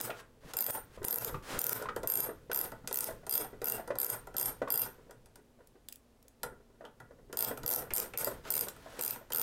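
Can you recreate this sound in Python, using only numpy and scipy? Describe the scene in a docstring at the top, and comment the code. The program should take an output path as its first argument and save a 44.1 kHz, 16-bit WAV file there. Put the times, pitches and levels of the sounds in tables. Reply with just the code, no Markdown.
"""A brief rub and a click, then short runs of bright clicks: a ratchet handle swings to and fro, turning
a bit through steel in a vice in a small workshop. On each back swing the pawl snaps over the teeth, and
each impact excites the modes of wrench and bench. Between runs the handle knocks, a sleeve rubs, the
socket clacks and a few chips break. A limiter ducks every run, so the room's ring swells up after the
last click."""
import sys
import numpy as np
from scipy import signal
from scipy.fft import rfft, irfft
from scipy.io import wavfile
from scipy.ndimage import uniform_filter1d, minimum_filter1d

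SR = 44100
rng = np.random.default_rng(int(sys.argv[2]) if len(sys.argv) > 2 else 0)


def persist_wave(psi):
    """Save psi, clipped to +-1, as 16-bit WAV."""
    counts = np.round(np.clip(psi, -1, 1) * 32767).astype(np.int16)
    wavfile.write(sys.argv[1], SR, np.atleast_2d(counts).T)


N = 415422
TIME = np.arange(N) / SR

# Levels are relative: each source adds its own gain.
# Envelope of the bench's rumble under the hands: t/s, level/dB
RUMBLE = [(0.0, -65.5), (0.97, -58.5), (0.99, -48), (1.18, -60), (1.36, -46), (1.47, -67), (1.57, -47),
          (1.65, -62), (2.05, -47.5), (2.1, -56), (4.59, -57), (6.38, -74), (6.45, -51.5), (6.66, -69.5),
          (7.61, -54), (9.42, -61)]
# Hands leaning on the bench: t/s, level/dB
THUMPS = [(0.44, -48.5), (1.325, -40), (1.53, -44), (3.109, -48), (4.429, -43), (7.614, -44), (7.903, -41),
          (8.322, -45.5)]
# Spectral densities of the shaking bench, the still room and the rubbing: f/Hz, level/dB
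SHAKE_SPECTRUM = [(20, 3), (40, 4.5), (70, -2.5), (130, 1.5), (250, -10), (500, -5.5), (1000, -47),
                  (2000, -31), (5000, -39)]
AIR_SPECTRUM = [(15, -28), (25, 8.5), (123, -4), (166, -40.5), (229, 5.5), (317, -8.5), (476, -3.5),
                (560, -6.5), (1370, -17.5), (2160, -21), (12900, -28.5), (16000, -33)]
RUB_SPECTRUM = [(88, -27.5), (150, -8.5), (425, -6), (515, -4.5), (701, -7.5), (1540, -5.5), (2400, -13),
                (2970, -12.5), (12600, -23), (15000, -26)]
# Hand and sleeve sliding on the tool: start t/s, peak t/s, end t/s, level/dB
RUBS = [(0.0, 0.01, 0.091, -42.5), (0.13, 0.203, 0.22, -50.5), (0.407, 0.513, 0.53, -51),
        (0.904, 0.965, 0.97, -56), (1.424, 1.514, 1.85, -40.5), (8.438, 8.48, 8.52, -46),
        (8.7, 9.0, 9.12, -52)]
# Light steel-on-steel touches in chuck and drive: t/s, level/dB, bench level/dB
TICKS = [(0.1017, -56, -37), (1.0306, -35, -48), (1.8233, -31, -40.5), (1.9624, -27.5, -38),
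         (2.7184, -38, -39), (2.8746, -19, -43), (3.8761, -35.5, -41), (4.2707, -39.5, -43.5),
         (5.1093, -38.5, -50.5), (5.2584, -44, -60), (5.3572, -39, -56), (6.4323, -21, -35),
         (6.8508, -46, -45.5), (7.001, -44.5, -44), (7.5742, -31.5, -42.5), (8.6842, -22.5, -51),
         (8.764, -46, -50.5), (9.3214, -19.5, -66)]
# Modes of wrench, chuck and bit: f/Hz, level/dB, T60/s
STEEL_MODES = [(2224, -39.5, 0.029), (2720, -39, 0.07), (3326, -41, 0.055), (4820, -34, 0.045),
               (5000, -34.5, 0.06), (7390, -28, 0.019), (8888, -18.5, 0.041), (8700, -38.5, 0.018),
               (9200, -32.5, 0.026), (12200, -28.5, 0.023), (12620, -22, 0.082), (13940, -25.5, 0.064),
               (13700, -48, .03)]
# Modes of vice and wooden bench top: f/Hz, bandwidth/Hz, level/dB
BENCH_MODES = [(122, 24, -15.5), (212, 34, -8), (376.5, 94, -4), (489, 40, -0.5), (600, 120, -2.5),
               (760, 120, -1.5), (951, 107, -1.5), (1235, 79, -7.5), (1406, 120, -1), (1990, 79, -11)]
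# Back swings: first tooth t/s, last tooth t/s, tooth count, first gap/coasting gap, last gap/coasting gap,
# level/dB, share of the upper ring (0-1), crack level/dB, wrench level/dB, slack t/s, slack level/dB
SWINGS = [(0.012, 0.0124, 1, 1, 1, -18.5, 0.9, -14, -6, 0.002, -27),
          (0.5683, 0.7068, 7, 1.18, 2.49, -16.5, .6, -21, -2, 0.5356, -23),
          (1.0495, 1.2471, 8, 2.8, 5.1, -17.5, 0.23, -20.5, -9.5, 1.0435, -23),
          (1.5908, 1.7300, 6, 1.01, 1.45, -19, .6, -20, -5.5, 1.546, -38),
          (2.0739, 2.2044, 7, 1.7, 2.0, -17, 0, -21.5, -3, 2.0323, -31),
          (2.5315, 2.6125, 6, 1.01, 1.58, -21.5, 0.45, -23, -7.5, 2.5153, -22.5),
          (2.9278, 3.0425, 7, 1.05, 2.44, -24, .7, -16.5, -8.5, 2.911, -29),
          (3.2945, 3.3777, 6, 1.25, 1.9, -22.5, .6, -20, 2, 3.2664, -30),
          (3.6433, 3.7214, 6, 1.01, 1.66, -22.5, .55, -23.5, -6, 3.6172, -31),
          (3.9863, 4.1006, 7, 0.99, 2.4, -19, 0.05, -22, -7, 3.9549, -34.5),
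          (4.3670, 4.4583, 6, 1.11, 2.1, -21.5, 0.067, -20, -2, 4.342, -41),
          (4.7037, 4.8174, 7, 1.04, 1.3, -25, 0.41, -28.5, -1, 4.6833, -40.5),
          (7.3718, 7.4475, 5, 1.09, 1.36, -16, 0.8, -17.5, -5.5, 7.3277, -28),
          (7.6623, 7.7608, 10, 2.15, 1.86, -17, .3, -19, -7.5, 7.6331, -31),
          (7.9365, 8.0007, 6, 2.2, 2.7, -21, 0.23, -15.5, -5.5, 7.9064, -39),
          (8.1748, 8.1858, 2, 0.93, 1, -21, 0.27, -15, -5, 8.1359, -40),
          (8.2457, 8.2457, 1, 1, 1.2, -17.5, 0.017, -17.5, -4.5, 8.225, -45),
          (8.5039, 8.6098, 8, 1.58, 1.48, -23, .7, -19, -3, 8.4512, -50),
          (9.0107, 9.1084, 7, 1.03, 2.35, -26, 0.52, -16.5, -3, 8.992, -24),
          (9.3336, 9.4144, 7, 1.17, 1.54, -23, 0.72, -20, -8, 9.3028, -36)]
# Reverberation time of the workshop: f/Hz, T60/s
ROOM_DECAY = [(100, 0.3), (500, 0.17), (1500, 0.3145), (5000, 0.11), (9000, 0.173), (14000, 0.2)]
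# Strength of the reverberation: f/Hz, level/dB
ROOM_SPECTRUM = [(100, 3.5), (500, -1), (1500, -3), (5000, -9.5), (9000, -5.5), (14000, -14.5)]
# Handle and bit taking up the load: t/s, level/dB, f/Hz
KNOCKS = [(0.095, -28.5, 641), (0.683, -26, 604), (0.748, -30.5, 893), (0.975, -38, 503), (1.048, -24, 480),
          (1.343, -30, 1190), (1.816, -31, 495), (1.856, -30, 1030), (1.887, -25.5, 1260),
          (1.964, -26.5, 480), (2.033, -29, 490), (2.289, -27, 437), (2.497, -29.5, 474),
          (2.515, -28, 1494), (2.911, -32.5, 483), (3.087, -30, 631), (3.387, -24, 490),
          (3.617, -30.5, 455), (3.796, -30.5, 684), (3.904, -22, 550), (4.617, -21, 530),
          (4.675, -30.5, 1110), (5.095, -43.5, 548), (5.604, -47.5, 493), (5.754, -49, 373),
          (6.463, -38.5, 484), (6.808, -39, 630), (6.84, -39, 500), (7.187, -49.5, 495), (7.51, -27, 488),
          (8.271, -23.5, 583), (8.861, -37.5, 656), (8.989, -33, 460)]
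# Loose socket striking its square drive: t/s, level/dB, f/Hz
CLACKS = [(0.103, -35, 2570), (1.279, -46, 3640), (6.852, -48.5, 3100), (7.9057, -36, 2200),
          (8.1364, -38.5, 2240), (8.4513, -46, 3240), (8.993, -46, 2500), (9.3216, -35, 3230)]
# Chips snapping off at the cutting edge: t/s, level/dB
CHIPS = [(5.6724, -40.5), (5.8859, -24.5), (5.9249, -25.5), (5.9577, -36), (6.227, -44.5), (6.2817, -37)]


def from_db(db):
    """Amplitude grows tenfold with every 20 dB."""
    return 10 ** (np.asarray(db) / 20)


def at_hz(points, hz):
    """Interpolation on a logarithmic frequency axis."""
    points = np.array(points)
    return np.interp(np.log(np.maximum(hz, 1)), np.log(points[:, 0]), points[:, 1])


def add(out, s, sound):
    """Superposition: a sound joins the mix at s seconds."""
    start = min(max(round(s * SR), 0), N)
    out[start:start + len(sound)] += sound[:N - start]


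def butter(x, hz, kind, order=2):
    """Causal Butterworth filtering, maximally flat in the passband."""
    return signal.sosfilt(signal.butter(order, hz, kind, fs=SR, output="sos"), x)


def fade(t, t60):
    """Exponential damping: 60 dB are lost in t60 seconds."""
    return np.exp(-np.log(1000) * t / t60)


def resonate(x, hz, width_hz):
    """Forced response of a damped oscillator."""
    r = np.exp(-np.pi * width_hz / SR)
    return signal.lfilter([1, 0, -1], [1, -2 * r * np.cos(2 * np.pi * hz / SR), r * r], x)


def peak_one(x):
    """Normalisation to unit peak."""
    return x / np.abs(x).max()


def unit_energy(x):
    """Normalisation to the energy of a unit pulse lasting half a millisecond."""
    return x * np.sqrt(SR / 2000 / np.sum(x ** 2))


def noise(spectrum):
    """Spectral shaping of white noise, at unit rms."""
    gain = from_db(at_hz(spectrum, np.fft.rfftfreq(N, 1 / SR)))
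    x = irfft(rfft(rng.standard_normal(N)) * gain, N)
    return x / x.std()


def grain(hz, depth_db):
    """Random amplitude modulation gives friction its roughness."""
    flutter = butter(rng.standard_normal(N), hz, "low")
    return from_db(depth_db * flutter / flutter.std())


def contact(t60, size=900):
    """Contact chatter: steel settles on steel in a decaying burst of noise."""
    return rng.standard_normal(size) * fade(TIME[:size], t60)


def bench_shake(rumble_db=-1, thump_db=-5, rise_s=.015, thump_t60=.25):
    """Forced vibration: the bench rumbles under the hands and swells when they lean on it."""
    envelope = from_db(rumble_db + np.interp(TIME, *np.transpose(RUMBLE)))
    t = TIME[:22000]
    thump = peak_one((1 - np.exp(-t / rise_s)) * fade(t, thump_t60))
    for s, db in THUMPS:
        add(envelope, s, from_db(db + thump_db) * thump)
    return envelope * noise(SHAKE_SPECTRUM)


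def rubs(depth_db=18, sleeve_db=-65, sleeve_peak_s=.08, sleeve_end_s=.39):
    """Sliding friction: skin and cloth make grainy swells, and the sleeve brushes on each forward stroke."""
    strokes = [(last, last + sleeve_peak_s, last + sleeve_end_s, sleeve_db) for _, last, *_ in SWINGS]
    swell = np.zeros(N)
    for *times, db in [*RUBS, *strokes]:
        swell += from_db(db + np.interp(TIME, times, [-depth_db, 0, -depth_db], -np.inf, -np.inf))
    return swell * grain(hz=120, depth_db=.7) * noise(RUB_SPECTRUM)


def ticks(catches, low_hz=2500, top_hz=12000, wrench_db=-3, bench_db=10.5):
    """Backlash: play in the drive closes around each swing with a click that carries into the vice."""
    out, blows = np.zeros((2, N))
    slack = [(s, db, -41) for *_, s, db in SWINGS]  # columns as in TICKS
    caught = [(s, -39, -45) for s in catches]
    for s, db, carried_db in [*TICKS, *slack, *caught]:
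        chatter = butter(contact(t60=.024), low_hz, "high", order=1)
        click = unit_energy(butter(chatter, top_hz, "low"))
        add(out, s, from_db(db) * click / 2)
        add(out, s, from_db(db + wrench_db) * wrench())
        add(blows, s, from_db(carried_db + bench_db) * unit_energy(contact(t60=.066, size=4000)))
    return out + bench(blows)


def wrench(drive_hz=0, boost_db=7, reach_hz=550, scatter_db=5, detune=.006):
    """Free vibration of struck steel: modes near drive_hz answer most, and the grip detunes each."""
    hz, db, t60 = np.array(STEEL_MODES).T[:, :, None]
    level, pitch, phase = rng.standard_normal((3, *hz.shape))
    t = TIME[:6000]
    sympathy_db = boost_db * np.exp(-((hz - drive_hz) / reach_hz) ** 2)
    modes = np.sin(2 * np.pi * (hz * (1 + detune * pitch) * t + phase))
    return np.sum(from_db(db + sympathy_db + scatter_db * level) * modes * fade(t, t60), axis=0)


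def bench(blows):
    """Modal superposition: broad resonances of vice and bench top add with alternating sign."""
    return sum((-1) ** k * from_db(db) * np.sqrt(width / SR) * resonate(blows, hz, width)
               for k, (hz, width, db) in enumerate(BENCH_MODES))


def tooth_times(first, last, count, first_gap, last_gap, run_up_power=3, brake_power=7):
    """Click rate follows angular speed: the hand speeds up, coasts, then brakes sharply."""
    u = np.linspace(0, 1, round(count) - 1)
    gaps = 1 + (first_gap - 1) * (1 - u) ** run_up_power + (last_gap - 1) * u ** brake_power
    return first + (last - first) * np.append(0, np.cumsum(gaps) / gaps.sum())


def pawl(rings_hz=(12600, 13870), width_hz=420, detune=.01, snap_t60=.0075,
         pawl_db=19.5, crack_db=9, bench_db=-20.5, scatter_db=1.8, seat_scatter=.1,
         full_drop_s=.018, hurry_loss_db=3.3, brake_loss_db=2):
    """Impact excitation: each tooth gives a crack and a ping, split between two rings as the pawl seats."""
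    out, blows = np.zeros((2, N))
    for *timing, db, upper_share, hardness_db, wrench_db, _, _ in SWINGS:
        times = tooth_times(*timing)
        gaps = np.clip(np.diff(times, prepend=-1), 1 / SR, full_drop_s)
        gap_halvings = np.log2(full_drop_s / gaps)
        for s, halvings, progress in zip(times, gap_halvings, np.linspace(-.5, .5, len(times))):
            # The pawl drops less far between hurried teeth, and softens through the swing.
            loss_db = hurry_loss_db * halvings + brake_loss_db * progress
            force = from_db(db + pawl_db - loss_db + scatter_db * rng.standard_normal())
            share = np.clip(upper_share + seat_scatter * rng.standard_normal(), 0, 1)
            pitches = np.array(rings_hz) * (1 + detune * rng.standard_normal(2))
            low, high = (unit_energy(resonate(contact(snap_t60), hz, width_hz)) for hz in pitches)
            ping = np.sqrt(1 - share) * low + np.sqrt(share) * high
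            snap = butter(contact(snap_t60), hz=5000, kind="high")
            crack = unit_energy(butter(snap, hz=12000, kind="low"))
            add(out, s, force / 2 * (ping + from_db(crack_db + hardness_db) * crack))
            add(out, s, force * from_db(wrench_db) * wrench(pitches[round(share)]))
            add(blows, s, force * from_db(bench_db) * unit_energy(contact(t60=.052, size=4000)))
    return out + bench(blows)


def rasp(rasp_db=-50, band_hz=(2400, 9000), overrun_s=.016, release_t60=.21):
    """Friction noise: the pawl drags over the teeth, ever louder until the handle stops."""
    drag = np.zeros(N)
    for first, last, *_ in SWINGS:
        stop = last + overrun_s
        drag += np.interp(TIME, [first, stop], [0, 1]) * fade(np.maximum(TIME - stop, 0), release_t60)
    friction = grain(hz=350, depth_db=4) * rng.standard_normal(N)
    scrape = butter(friction, band_hz, "band", order=1)
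    return from_db(rasp_db) * drag * scrape / scrape.std()


def small_knocks(catches, catch_db=-37.5, catch_hz=639, pitch_spread=.25,
                 fingers_per_s=5, finger_db=14, finger_hz=513, scatter_db=3, count=200):
    """Light impacts (t/s, level/dB, f/Hz): the pawl catches, and fingers shift at random."""
    times = np.cumsum(rng.uniform(0, 2, count)) / fingers_per_s
    rumble_db = np.interp(times, *np.transpose(RUMBLE))  # fingers knock harder as the bench shakes more
    levels = rumble_db + finger_db + scatter_db * rng.standard_normal(count)
    pitches = finger_hz * np.exp(pitch_spread * rng.standard_normal(count))
    caught = [(s, catch_db, catch_hz * np.exp(pitch_spread * rng.standard_normal())) for s in catches]
    return caught + [row for row in zip(times, levels, pitches) if row[0] < N / SR]


def knocks(catches, rise_s=.0011, knock_t60=.027, body_db=-2, grit_db=-6, bench_db=-1.5, size=4000):
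    """Heavy damping: the hand stops a soft blow within a few cycles, while the vice rattles loosely."""
    out, blows = np.zeros((2, N))
    t = TIME[:size]
    onset = 1 - np.exp(-t / rise_s)
    for s, db, hz in [*KNOCKS, *small_knocks(catches)]:
        body = peak_one(np.sin(2 * np.pi * hz * t) * onset * fade(t, knock_t60))
        rattle = onset * contact(t60=.077, size=size)
        grit = unit_energy(butter(rattle, [hz / 2, hz * 2], "band"))
        add(out, s, from_db(db) * (from_db(body_db) * body + from_db(grit_db) * grit))
        add(blows, s, from_db(db + bench_db) * unit_energy(rattle))
    return out + bench(blows)


def socket_clacks(width_hz=450, clack_db=2.5):
    """Resonance: the loose socket's brief rattle drives one hollow mode."""
    out = np.zeros(N)
    for s, db, hz in CLACKS:
        ring = resonate(contact(t60=.058, size=3000), hz, width_hz)
        add(out, s, from_db(db + clack_db) * peak_one(ring))
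    return out


def chips(low_hz=7000, chip_db=-4.5):
    """Fracture: a chip breaks under load with a dry, bright tick."""
    out = np.zeros(N)
    for s, db in CHIPS:
        snap = butter(contact(t60=.015), low_hz, "high", order=1)
        add(out, s, from_db(db + chip_db) * unit_energy(snap))
    return out


def workshop(x, first_echo_s=.0072, size=32768):
    """Reverberation: a diffuse tail follows the first wall echo, each band decaying at its own rate."""
    t, hz = TIME[:size], np.fft.rfftfreq(size, 1 / SR)
    white, tail = rfft(rng.standard_normal(size)), np.zeros(size)
    edges = np.geomspace(40, SR / 2, 19)
    for low, high in zip(edges, edges[1:]):
        centre = np.sqrt(low * high)
        band = irfft(white * (hz >= low) * (hz < high))
        decay = fade(t, at_hz(ROOM_DECAY, centre)) * (t > first_echo_s)
        tail += from_db(at_hz(ROOM_SPECTRUM, centre)) * band * decay / np.linalg.norm(decay)
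    return signal.fftconvolve(x, tail)[:N]


def scene(air_db=-66, damped_room_db=-3, catch_after_s=.055, catch_scatter_s=.012):
    """Superposition of the tool's direct and reverberant sound, the shaking bench and still air."""
    background = bench_shake() + from_db(air_db) * noise(AIR_SPECTRUM)
    # After the last tooth the handle reverses and the pawl catches.
    catches = [last + catch_after_s + catch_scatter_s * rng.standard_normal() for _, last, *_ in SWINGS]
    bright = pawl() + rasp() + ticks(catches) + socket_clacks() + rubs()
    damped = chips() + knocks(catches)
    room = workshop(bright + from_db(damped_room_db) * damped)
    return (bright + damped + room + background)[None]


def record(dry, limit_db=-18.5, slope=.97, hold_s=.008, release_db_per_s=590, smooth=32, cutoff_hz=15800):
    """Peak limiting: the gain drops at loud clicks, holds, then recovers; a low-pass cuts the top."""
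    excess_db = np.maximum(20 * np.log10(np.abs(dry[0]) + 1e-9) - limit_db, 0)
    hold = round(hold_s * SR)
    held_db = -minimum_filter1d(-excess_db, hold, origin=(hold - 1) // 2)
    recovery_db = release_db_per_s * TIME
    duck_db = np.maximum.accumulate(held_db + recovery_db) - recovery_db
    gain_db = uniform_filter1d(minimum_filter1d(-slope * duck_db, smooth), smooth)
    low_pass = signal.ellip(10, .2, 70, cutoff_hz, fs=SR, output="sos")
    return signal.sosfilt(low_pass, dry * from_db(gain_db))


dry = scene()
out = record(dry)
persist_wave(out)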